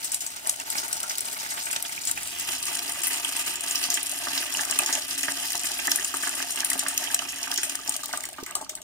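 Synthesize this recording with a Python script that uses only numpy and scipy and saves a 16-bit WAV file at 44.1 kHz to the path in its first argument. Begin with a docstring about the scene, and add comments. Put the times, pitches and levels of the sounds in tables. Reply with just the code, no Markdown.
"""Drain water in a plastic bucket

Water runs out of a drain pipe and splatters into a bucket with a shallow pool, in a utility room.
Noise bursts make the splats, climbing sines the bubbles, ringing grains the spray and churn, a noise band
the pipe hiss, a struck resonance one dull knock; air modes, echoes and a low rumble give the surroundings.
A hand-held two-port microphone leans in over the rim, then draws back."""
import sys
import numpy as np
from scipy import signal
from scipy.fft import rfft, irfft, next_fast_len
from scipy.io import wavfile
from scipy.ndimage import uniform_filter1d, map_coordinates

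SR = 44100
rng = np.random.default_rng(int(sys.argv[2]) if len(sys.argv) > 2 else 0)


def log_audio(samples):
    """Write samples as a 16-bit WAV file to the path given in sys.argv[1]."""
    # one column per channel
    frames = np.atleast_2d(samples).T
    # limit to full scale, then quantise
    limited = np.clip(frames, -1, 1)
    pcm = np.round(limited * 32767).astype(np.int16)
    wavfile.write(sys.argv[1], SR, pcm)


N = 389398
SIZE = next_fast_len(N + SR // 2)   # FFT length, with room for the tails
HZ = np.maximum(np.arange(SIZE // 2 + 1) * SR / SIZE, 1)
SPOTS = 5   # places on the pool where water lands


def pool():
    """Falling water makes spray, fizz, churn, splats and bubbles at every spot, before the bucket colours them."""
    # strength of the stream: start_s, spray_db, churn_db
    stream = [(0.0, -39.5, -52), (0.15, -39.5, -48), (0.19, -49, -56), (0.22, -36, -50), (0.28, -42, -46),
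              (0.33, -44, -56), (0.37, -35.5, -49), (0.42, -45.5, -51), (0.48, -34.5, -33),
              (0.57, -40, -48), (0.67, -38.5, -42.5), (0.72, -34, -46), (0.9, -36.5, -40.5),
              (1.79, -35, -48.5), (2.06, -38.5, -56), (2.53, -33, -42.5), (2.85, -33.5, -39),
              (3.86, -30, -43.5), (4.2, -33.5, -39.5), (4.82, -31.5, -34.5), (4.97, -32, -32.5),
              (5.08, -34, -52), (5.25, -31.5, -42), (7.01, -35, -36), (8.12, -38.5, -43),
              (8.29, -44.5, -43), (8.68, -57, -47.5), (8.83, -61, -51)]
    # loudest drops bursting: start_s, onset_level_db, centre_hz, spatter_db (against the sputter)
    loud_drops = [(0.044, -25, 8000, 5), (0.1174, -21, 8250, 2), (0.1438, -16, 8600, -14),
                  (0.2052, -26, 7100, 15), (0.2636, -22.5, 7300, -5), (0.471, -17.5, 9600, -12),
                  (0.4941, -12, 8700, -18), (0.599, -24.5, 7440, -20), (0.7008, -20, 8000, -13),
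                  (0.7812, -19.5, 5570, 1), (0.9278, -18, 8100, -10), (1.0016, -23, 9460, -16),
                  (1.0301, -23, 8150, -29), (1.0949, -21.5, 5750, -3), (1.1528, -24, 5130, -18),
                  (1.1814, -18.5, 8050, -24), (1.206, -20, 8500, -19), (1.2535, -26, 9000, -12),
                  (1.3284, -25.5, 8300, -10), (1.5045, -26, 7900, 2), (1.6267, -30, 7360, -13),
                  (1.6551, -25, 8460, -10), (1.7115, -23, 8910, -22), (1.728, -21, 8750, -18),
                  (1.7614, -20, 6550, -18), (1.8243, -19, 10900, -21), (2.0524, -22.5, 8220, -18),
                  (2.0718, -19.5, 7640, 5), (2.1121, -15, 8600, -29), (2.2732, -27, 8200, -1),
                  (2.396, -21.5, 7760, -6), (2.5621, -27, 6920, -16), (2.6267, -22.5, 8350, -3),
                  (2.7516, -22.5, 10100, -15), (2.7906, -19.5, 4930, -23), (2.92, -22.5, 8800, -8),
                  (3.0179, -23, 7320, -7), (3.034, -19, 8900, -4), (3.0682, -16.5, 11300, -3),
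                  (3.1827, -26, 7300, -20), (3.2455, -22, 8850, -8), (3.2906, -24, 8300, -26),
                  (3.3523, -31, 6070, -20), (3.3653, -20, 8200, -25), (3.3935, -20, 8100, -6),
                  (3.6075, -21, 8640, -23), (3.709, -16.5, 7400, -15), (3.7556, -13.5, 5430, -11),
                  (3.8388, -14, 4850, -6), (3.9018, -13, 6470, -22), (3.9409, -15.5, 7460, 0),
                  (4.0293, -19, 10100, -29), (4.0672, -21.5, 8730, -34), (4.0941, -22, 9800, -14),
                  (4.114, -22, 7520, -24), (4.2835, -23, 4790, 1), (4.3765, -15.5, 4780, -5),
                  (4.5386, -20.5, 8420, -22), (4.571, -18, 6500, -15), (4.6086, -18, 7500, -10),
                  (4.65, -20, 7430, -26), (4.7094, -14, 7550, -17), (4.7882, -9, 8600, -24),
                  (4.8155, -30, 8140, -16), (4.8334, -20.5, 5940, -16), (4.8602, -15.5, 6540, -1),
                  (4.9264, -15, 6660, -5), (4.951, -16, 6640, -20), (5.1087, -20, 5150, -18),
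                  (5.1836, -22, 8540, -14), (5.2081, -23, 8300, -13), (5.231, -17.5, 6000, -13),
                  (5.3197, -20, 7350, -27), (5.5034, -23, 6660, -16), (5.553, -19, 6330, -21),
                  (5.577, -21, 8600, -32), (5.6538, -20.5, 7800, -18), (5.7169, -22, 7400, -16),
                  (5.7872, -26, 10100, -26), (5.8711, -14.5, 7250, -36), (5.9005, -29, 8540, -24),
                  (5.9163, -8.5, 5740, -24), (5.9582, -13, 9700, -17), (6.0452, -16, 8300, -11),
                  (6.169, -19, 9650, -30), (6.2302, -24.5, 8540, -4), (6.2741, -21, 8100, -20),
                  (6.2922, -20, 7700, -18), (6.4253, -19, 4970, -22), (6.5062, -20, 8800, -5),
                  (6.558, -21, 8600, -14), (6.6041, -14.5, 6100, -32), (6.646, -14, 9500, -11),
                  (6.7006, -14, 9550, -16), (6.7313, -16.5, 8500, -15), (6.792, -14, 7200, -12),
                  (6.8833, -16.5, 8450, -9), (6.977, -12, 6800, -21), (7.0394, -21, 6530, -28),
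                  (7.1441, -9, 8000, -25), (7.19, -19, 6180, -19), (7.2878, -24.5, 6300, 10),
                  (7.4294, -19, 6500, -12), (7.5148, -15.5, 5900, -29), (7.5398, -19.5, 9900, -27),
                  (7.559, -21, 6000, -21), (7.5756, -15, 5630, -4), (7.6317, -17.5, 8300, 3),
                  (7.6956, -21.5, 6640, -13), (7.7536, -18, 8450, -36), (7.8755, -20, 5950, -19),
                  (7.8935, -13, 8500, -22), (7.9219, -24, 7400, -17), (7.9409, -22, 5870, -18),
                  (7.9643, -20, 9300, -17), (8.0336, -25, 7500, -18), (8.0576, -23.5, 7260, -26),
                  (8.1284, -21.5, 6000, -10), (8.1732, -20, 8500, -20), (8.2053, -25, 7500, -27),
                  (8.2354, -25, 8550, -19), (8.2532, -23, 7600, -16), (8.288, -29.5, 8750, -21),
                  (8.33, -32, 8890, -25), (8.4345, -28, 6100, -15), (8.4622, -28, 7960, -6),
                  (8.5091, -28, 8300, -36), (8.552, -15.5, 8300, -13), (8.6122, -29, 8000, -5),
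                  (8.6455, -32, 5500, -14), (8.6937, -22, 7240, -11), (8.752, -24, 8300, -12),
                  (8.8168, -32, 7100, -13)]
    # loudest bubbles: start_s, tone_level_db, pitch_hz, slosh_db (against the tone)
    loud_bubbles = [(0.47, -25, 880, -9), (0.601, -20.5, 2620, -12), (0.733, -24, 2470, -17),
                    (0.753, -15, 2130, -11.5), (0.83, -23, 1450, -11), (1.036, -15.5, 1300, -15),
                    (1.105, -22.5, 2020, -6), (1.365, -21.5, 2120, -13), (1.447, -22, 2060, -16),
                    (1.461, -19, 1660, -12), (1.518, -23.5, 1990, -6.5), (1.541, -20, 1250, -12),
                    (1.574, -16.5, 2900, -9), (1.668, -24, 2360, -2.5), (1.7, -17.5, 2570, -9),
                    (1.73, -21.5, 2540, -6), (1.762, -17.5, 3400, -4), (1.849, -24, 3120, -3),
                    (1.894, -19, 2070, -15), (1.977, -14.5, 2390, -19), (2.092, -22.5, 1710, -4.5),
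                    (2.174, -20.5, 2400, -4.5), (2.499, -28, 1990, -11), (2.681, -20, 2260, -10),
                    (3.035, -23.5, 2080, -5.5), (3.07, -22.5, 2460, -2.5), (3.105, -25.5, 2760, -2),
                    (3.248, -11.5, 3120, -13), (3.372, -20, 3100, -12), (3.886, -20.5, 704, -2.5),
                    (3.972, -17, 3120, -2), (4.27, -14.5, 1270, -4.5), (4.332, -22.5, 3370, -4),
                    (4.376, -19.5, 2600, -5.5), (4.548, -13, 2740, -27), (4.592, -16, 1640, -6),
                    (4.724, -14.5, 2800, -8.5), (4.791, -8.5, 2410, -10.5), (4.89, -19, 1610, -2),
                    (4.953, -20.5, 3310, -3.5), (5.235, -13, 2600, -9), (5.282, -12.5, 1770, -3.5),
                    (5.43, -24, 1980, -11), (5.548, -17.5, 920, -3.5), (5.641, -20, 1980, -6.5),
                    (5.79, -16, 2520, -4.5), (5.878, -10, 1660, -8), (5.92, -15, 1790, -10),
                    (5.987, -13.5, 1770, -30), (6.14, -12, 1200, -8), (6.232, -17, 1760, -2),
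                    (6.27, -15.5, 1700, -2.5), (6.402, -16, 1700, -8.5), (6.424, -22, 2600, -7),
                    (6.573, -17.5, 2680, -9), (6.631, -16, 1660, -16), (6.715, -17, 1900, -8),
                    (6.753, -20.5, 715, -0.5), (6.828, -23, 835, -4.5), (6.864, -18.5, 1850, -1.5),
                    (7.072, -13.5, 2950, -12), (7.103, -18.5, 1600, -12), (7.162, -20, 1690, -20),
                    (7.191, -14, 2830, -14), (7.22, -18.5, 1260, -4), (7.284, -25, 2900, -9),
                    (7.44, -27, 2700, -3), (7.472, -15.5, 1480, -9.5), (7.506, -19, 730, -9),
                    (7.523, -19.5, 1610, -6), (7.582, -16.5, 1620, -3.5), (7.632, -16.5, 2350, -5.5),
                    (7.697, -24, 3000, -7), (7.749, -25, 1720, -4), (7.79, -23, 1210, -12),
                    (7.884, -18.5, 880, -9), (7.944, -26, 1230, -20), (8.034, -20.5, 1190, -11),
                    (8.092, -25, 824, -11), (8.135, -13.5, 1430, -7.5), (8.174, -22, 1220, -19),
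                    (8.239, -24.5, 2000, -10), (8.384, -24.5, 1250, -2.5), (8.464, -31, 2120, -6),
                    (8.511, -32, 1160, -6), (8.552, -22.5, 1130, -3), (8.566, -25.5, 920, -2.5),
                    (8.61, -25, 806, -1.5), (8.624, -27, 910, -3), (8.695, -34, 2000, -4.5),
                    (8.766, -36, 816, -7), (8.775, -28, 3700, -33)]
    lesser_spatter_db, lesser_slosh_db = -10, -4
    spray_db, churn_db = in_time(stream)

    gush = drift(20)   # the stream breaks into lumps
    spray_clumps = from_db(3.3 * gush + 4 * drift(50))
    churn_clumps = from_db(1.5 * gush + 4 * drift(20))
    spray = grains(1000, 4130, 12700, cycles=10.6, spread_db=2.5, clumps=spray_clumps)
    churn = grains(300, 425.5, 3270, cycles=18, spread_db=3.5, clumps=churn_clumps)
    soft_noise = signal.lfilter([.5], [1, -.55], rng.standard_normal((SPOTS, N)))
    fizz = soft_noise * from_db(2.3 * gush + 2.7 * drift(75))
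    bed = from_db(spray_db) * (spray + from_db(-4) * fizz) + from_db(churn_db) * churn

    # lesser drops follow the spray level, lesser bubbles the churn level
    drops = scatter(12, spray_db + 8, spread_db=3, low_hz=4640, high_hz=10200)
    bubbles = scatter(48, churn_db + 8, spread_db=3, low_hz=750, high_hz=3200)
    all_drops = list(loud_drops) + [(*row, lesser_spatter_db) for row in drops]
    all_bubbles = list(loud_bubbles) + [(*row, lesser_slosh_db) for row in bubbles]
    return bed + splats(all_drops) + blips(all_bubbles)


def splats(table):
    """Each drop cracks broadly, sputters a few ms around its own centre, and its spatter rains down after."""
    crack_db, crack_t60_s, sputter_t60_s, spatter_t60_s = 5.5, .0011, .013, .15
    low_cut_hz = 3440
    length = 4000   # samples
    out, s = np.zeros((SPOTS, N + length)), np.arange(length) / SR
    for k, noise in enumerate(rng.standard_normal((len(table), length))):
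        start_s, level_db, hz, spatter_db = table[k]
        # differencing brightens the crack
        crack = np.diff(noise * from_db(crack_db - 60 * s / crack_t60_s), prepend=0)
        sputter_fade = from_db(-60 * s / sputter_t60_s)
        spatter_fade = from_db(spatter_db - 60 * s / spatter_t60_s)
        dying = noise * (sputter_fade + spatter_fade)
        burst = ring(dying, hz, 7 / hz) + from_db(-20) * dying
        onset = np.sqrt(np.mean(burst[:100] ** 2))
        out[k % SPOTS, int(start_s * SR):][:length] += from_db(level_db) * (burst / onset + crack)
    low_cut = signal.butter(2, low_cut_hz, "high", fs=SR, output="sos")
    return signal.sosfilt(low_cut, out[:, :N] + 1e-18)


def blips(table):
    """A bubble rings as a dying sine whose pitch climbs; the cavity closing on it adds a plop and a dull slosh."""
    cycles, rise = 28, .004   # cycles to fall 60 dB at 2000 Hz; pitch climbs by twice the rise per cycle
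    slosh_t60_s, plop_t60_s, plop_db = .055, .015, -7   # plop level against the slosh
    length = 2000   # samples
    out, s = np.zeros((SPOTS, N + length)), np.arange(length) / SR
    dull = signal.butter(2, [700, 1900], "band", fs=SR, output="sos")
    for k, noise in enumerate(rng.standard_normal((len(table), length))):
        start_s, level_db, hz, slosh_db = table[k]
        turns = hz * s * (1 + rise * hz * s)
        attack = 1 - np.exp(-s / .00051)
        decay = from_db(-60 * s * np.sqrt(hz * 2000) / cycles)   # big bubbles ring fewer cycles
        tone = attack * decay * np.sin(2 * np.pi * turns)
        slosh = rms_one(ring(ring(noise, hz, 2.3 / hz), hz, 2.25 / hz))
        slosh = slosh * from_db(slosh_db - 60 * s / slosh_t60_s)
        plop = rms_one(signal.sosfilt(dull, noise[::-1]))
        plop = plop * from_db(slosh_db + plop_db - 60 * s / plop_t60_s)
        out[k % SPOTS, int(start_s * SR):][:length] += from_db(level_db) * (tone + slosh + plop)
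    return out[:, :N]


def grains(per_s, low_hz, high_hz, cycles, spread_db, clumps):
    """Random small bursts at every spot, bunched by the clumps control, each ringing a few cycles."""
    bands = 6
    out = np.zeros((SPOTS, N))
    for spot in range(SPOTS):
        at = np.flatnonzero(rng.random(N) < per_s / SPOTS * clumps / SR)
        size, sign, deal = rng.random((len(at), 3)).T
        # many small grains, few large ones
        sizes = from_db(spread_db * np.minimum(-np.log(1 - size), 4)) * np.sign(sign - .5)
        for k in range(bands):
            hz = low_hz * (high_hz / low_hz) ** ((k + spot / SPOTS) / bands)
            clicks, mine = np.zeros(N), (deal * bands).astype(int) == k
            clicks[at[mine]] = sizes[mine]
            soft = ring(clicks, hz, 4 / hz)   # rung twice: a soft start
            out[spot] += ring(soft, hz, cycles / hz) * hz / low_hz
    return rms_one(out) / np.sqrt(SPOTS)   # rms 1 for all spots together


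def scatter(per_s, level_db, spread_db, low_hz, high_hz):
    """Up to 400 chance events as rows (start_s, level_db, hz), their level following a curve."""
    when, size, pitch = rng.random((400, 3)).T
    s = np.cumsum(-np.log(1 - when)) / per_s
    hz = low_hz * (high_hz / low_hz) ** pitch
    rows = np.transpose([s, spread_db * (2 * size - 1), hz])[s < N / SR]
    return [(s, db + level_db[int(s * SR)], hz) for s, db, hz in rows]


def hiss(place):
    """Water rushing inside the pipe: a firm, smooth noise band, louder near its mouth."""
    # level_db at each microphone place: standing, leaning in, over the rim, drawn back
    place_levels = [-64, -46, -47, -66]
    band = signal.butter(3, [2490, 3440], "band", fs=SR, output="sos")
    own, shared = rng.standard_normal((2, N)), rng.standard_normal(N)
    level_db = np.interp(place, range(len(place_levels)), place_levels)
    return rms_one(signal.sosfilt(band, own + shared)) * from_db(level_db)


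def thud():
    """A soft blow sets a low body ringing for a few cycles: one dull knock close to the microphone."""
    start_s, blow_db, hz, t60_s = 8.428, -51.5, 390, .012   # level of the blow, t60 of each ringing
    click = np.zeros(N)
    click[int(start_s * SR)] = from_db(blow_db)
    return ring(ring(click, hz, t60_s), hz, t60_s)   # rung twice: a soft start


def walls(water):
    """Every spot reaches each port directly and by echoes of its own; broad bands keep their power."""
    # bucket wall echoes against the direct sound: pitch_hz, level_db
    echo_curve = [(200, -14), (600, -11), (1500, 3.5), (4000, 1.5), (12000, 11)]
    # room tail against the direct sound: pitch_hz, level_db
    room_curve = [(250, -13), (1000, -5), (4000, -9), (12000, -14)]
    echo_t60_s, room_t60_s = .0065, .18
    even_hz = 140   # width over which the echoes' power is evened out
    near, far = from_db(at_hz(echo_curve)), from_db(at_hz(room_curve))
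    out = np.zeros((2, len(HZ)), complex)
    for spot in rfft(water, SIZE):
        for side in range(2):
            path = 1 + near * tail(echo_t60_s) + far * tail(room_t60_s)
            power = uniform_filter1d(np.abs(path) ** 2, size=int(even_hz * SIZE / SR))
            out[side] += spot * path / np.sqrt(power)
    return out


def bucket(heard, place):
    """Air modes and cancellations colour the water, blended between places as the microphone moves."""
    # air modes and cancellations, used at 0.99 of these levels:
    # pitch_hz, width_hz, standing_db, leaning_db, over_rim_db, drawn_back_db
    air_modes = [(273.2, 36, 7, 16, 19, 18.5), (354, 52, 1.5, 11, 10.5, 12.5),
                 (495, 65, -25, -26, -32.5, -25), (616, 16, 7.5, 5, 9, 9.5),
                 (702.5, 25, 6.5, 10.5, 11.5, 4.5), (891, 97, 7, 4, 4.5, 6.5), (933, 36, 2.5, 8.5, 2, -6),
                 (1026, 173, -4.5, -5.5, -7.5, -6.5), (1200, 64, 0.5, 6.5, 4.5, 7),
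                 (1408, 194, 0.6, -6, -6, -7), (1760, 93, 0, -1.5, 2, -7), (2007, 38, 3, 7.5, 5, -1),
                 (2300, 520, -0.5, -2, -4, 0.8), (2600, 300, -2, 6, 3.5, -5), (3130, 690, -4, 3.5, 3, 1.5),
                 (3616, 153, 1, -6, -6.5, 2.5), (4320, 294, -3, -5, -5.5, -1.5),
                 (8600, 1100, 0.3, 0.5, -0.5, -0.7)]
    # broad colour of the path: pitch_hz, standing_db, leaning_db, over_rim_db, drawn_back_db
    path_colour = [(40, -49, -63, -59, -64), (110, -11, -16, -17.5, -19), (203, -11.5, -17, -16, -18),
                   (614, -3.5, -10, -10.5, -7), (1490, -1.5, -2.5, -1.5, 1), (3300, -1.5, -5, -4.5, -2),
                   (6000, -1.5, -3, -1.4, -3.5), (8500, 3, 1, 1, 1.5), (11340, -1.5, -2.5, -1.5, -4),
                   (16000, 2.5, 0, -1.5, 3)]
    modes, broad = np.array(air_modes), np.array(path_colour)
    colours = modes[:, 2:].T @ bump(modes[:, :1], modes[:, 1:2], 0.99)
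    out = 0
    for k, db in enumerate(colours):
        response = causal(db + at_hz(broad[:, [0, k + 1]]))
        coloured = irfft(heard * response, SIZE)[:, :N]
        out = out + coloured * np.clip(1 - np.abs(place - k), 0, 1)
    return out


def ports(sound, lead_ms):
    """Each port has its own colour; the right one hears later."""
    # balance shared between the ports: pitch_hz, left_minus_right_db
    port_balance = [(60, -10.5), (92, -8.5), (140, -1.0), (210, -2.0), (330, -1.5), (500, 1.5), (770, 0.5),
                    (1170, 0.0), (1790, -3.5), (2740, -7.0), (4190, -4.0), (6410, 1.0), (9810, 4.5),
                    (15000, 5.5)]
    # further lift and cancellation at the right port: pitch_hz, width_hz, level_db
    right_bumps = [(3000, 700, 3), (7700, 600, -7)]
    lead_rad, lead_hz = .6, 330   # phase by which the left leads above the bass, and where it sets in
    late = map_coordinates(sound[1], [np.arange(N) - lead_ms * SR / 1000], order=3, mode="nearest")
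    lead = lead_rad / (1 + (lead_hz / HZ) ** 2)
    half_balance = at_hz(port_balance) / 2
    left = causal(half_balance) * np.exp(.5j * lead)
    right = causal(sum(bump(*row) for row in right_bumps) - half_balance) * np.exp(-.5j * lead)
    return irfft(rfft([sound[0], late], SIZE) * [left, right], SIZE)[:, :N]


def rumble():
    """Low room noise, unrelated in the two channels, swelling as the hand moves."""
    # relative spectrum: pitch_hz, density_db (per Hz)
    rumble_colour = [(20, -10), (45, -8.5), (65, -1.5), (130, -8.5), (250, -6), (600, -18), (16000, -74)]
    # base level_db before the swell: left, right
    side_levels = [-69, -57]
    # swell with the hand: start_s, lift_db
    hand_swell = [(0, 0.5), (1.8, 0), (2.15, 7), (2.8, 2), (8.83, 1.5)]
    noise = irfft(rfft(rng.standard_normal((2, SIZE))) * from_db(at_hz(rumble_colour)), SIZE)[:, :N]
    swell_db = in_time(hand_swell)[0] + 1 * drift(5.7)   # wavers by 1 dB
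    return rms_one(noise) * from_db(side_levels)[:, None] * from_db(swell_db)


def from_db(db):
    """Gain of a level in dB."""
    return 10 ** (np.asarray(db) / 20)


def rms_one(x):
    """Scaled to rms 1."""
    return x / np.sqrt(np.mean(x ** 2) + 1e-20)


def in_time(rows):
    """Curve columns at every sample."""
    s, *columns = np.transpose(rows)
    return [np.interp(np.arange(N) / SR, s, c) for c in columns]


def at_hz(points):
    """A spectrum in dB on the FFT grid, straight lines over log pitch."""
    hz, db = np.array(points).T
    return np.interp(np.log(HZ), np.log(hz), db)


def bump(hz, width, db):
    """A resonant peak or dip in dB; the width is taken at half the dB."""
    return db / (1 + (2 * (HZ - hz) / width) ** 2)


def causal(db):
    """Minimum-phase response for a level in dB on the FFT grid."""
    cepstrum = irfft(db * np.log(10) / 20, SIZE)
    cepstrum[1:SIZE // 2] *= 2
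    cepstrum[SIZE // 2 + 1:] = 0
    return np.exp(rfft(cepstrum))


def drift(rate_hz):
    """Slow random wander of rms 1, noise smoothed above the rate."""
    step = 20   # samples between control points
    r = np.exp(-2 * np.pi * rate_hz * step / SR)
    noise = rng.standard_normal(N // step + 4002)
    slow = signal.lfilter([1], [1, -2 * r, r * r], noise)[4000:]   # settled part
    return np.interp(np.arange(N) / step, np.arange(len(slow)), rms_one(slow))


def ring(clicks, hz, t60_s):
    """A damped resonator: a unit click sets a sine of height 1 ringing."""
    r, w = from_db(-60 / (t60_s * SR)), 2 * np.pi * hz / SR
    return signal.lfilter([0, np.sin(w)], [1, -2 * r * np.cos(w), r * r], clicks + 1e-18)


def tail(t60_s):
    """Response of dense echoes dying away, energy 1."""
    s = np.arange(SR // 2) / SR
    echoes = rng.standard_normal(len(s)) * from_db(-60 * s / t60_s) * (s > .0004)
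    return rfft(echoes / np.sqrt(np.sum(echoes ** 2)), SIZE)


def scene():
    """Water through walls and bucket, pipe hiss and knock reach the ports; room noise is added."""
    # the microphone: start_s, place (0 standing, 1 leaning in, 2 over the rim, 3 drawn back), left_lead_ms
    mic_moves = [(0, 0.05, .3), (2.1, 0.05, .3), (2.5, 1, .12), (3.5, 1, .12), (4.3, 2, .12), (7.6, 2, .12),
                 (8.2, 3, .1), (8.83, 3, .06)]
    place, lead_ms = in_time(mic_moves)
    place = np.clip(place + .15 * drift(1.5), 0, 3)   # the hand sways between places
    water = bucket(walls(pool()), place)
    return ports(water + hiss(place) + thud(), lead_ms) + rumble()


def record(dry):
    """The top is cut: 70 dB down from 16.5 kHz."""
    return signal.sosfilt(signal.cheby2(14, 70, 16500, fs=SR, output="sos"), dry)


dry = scene()
out = record(dry)
log_audio(out)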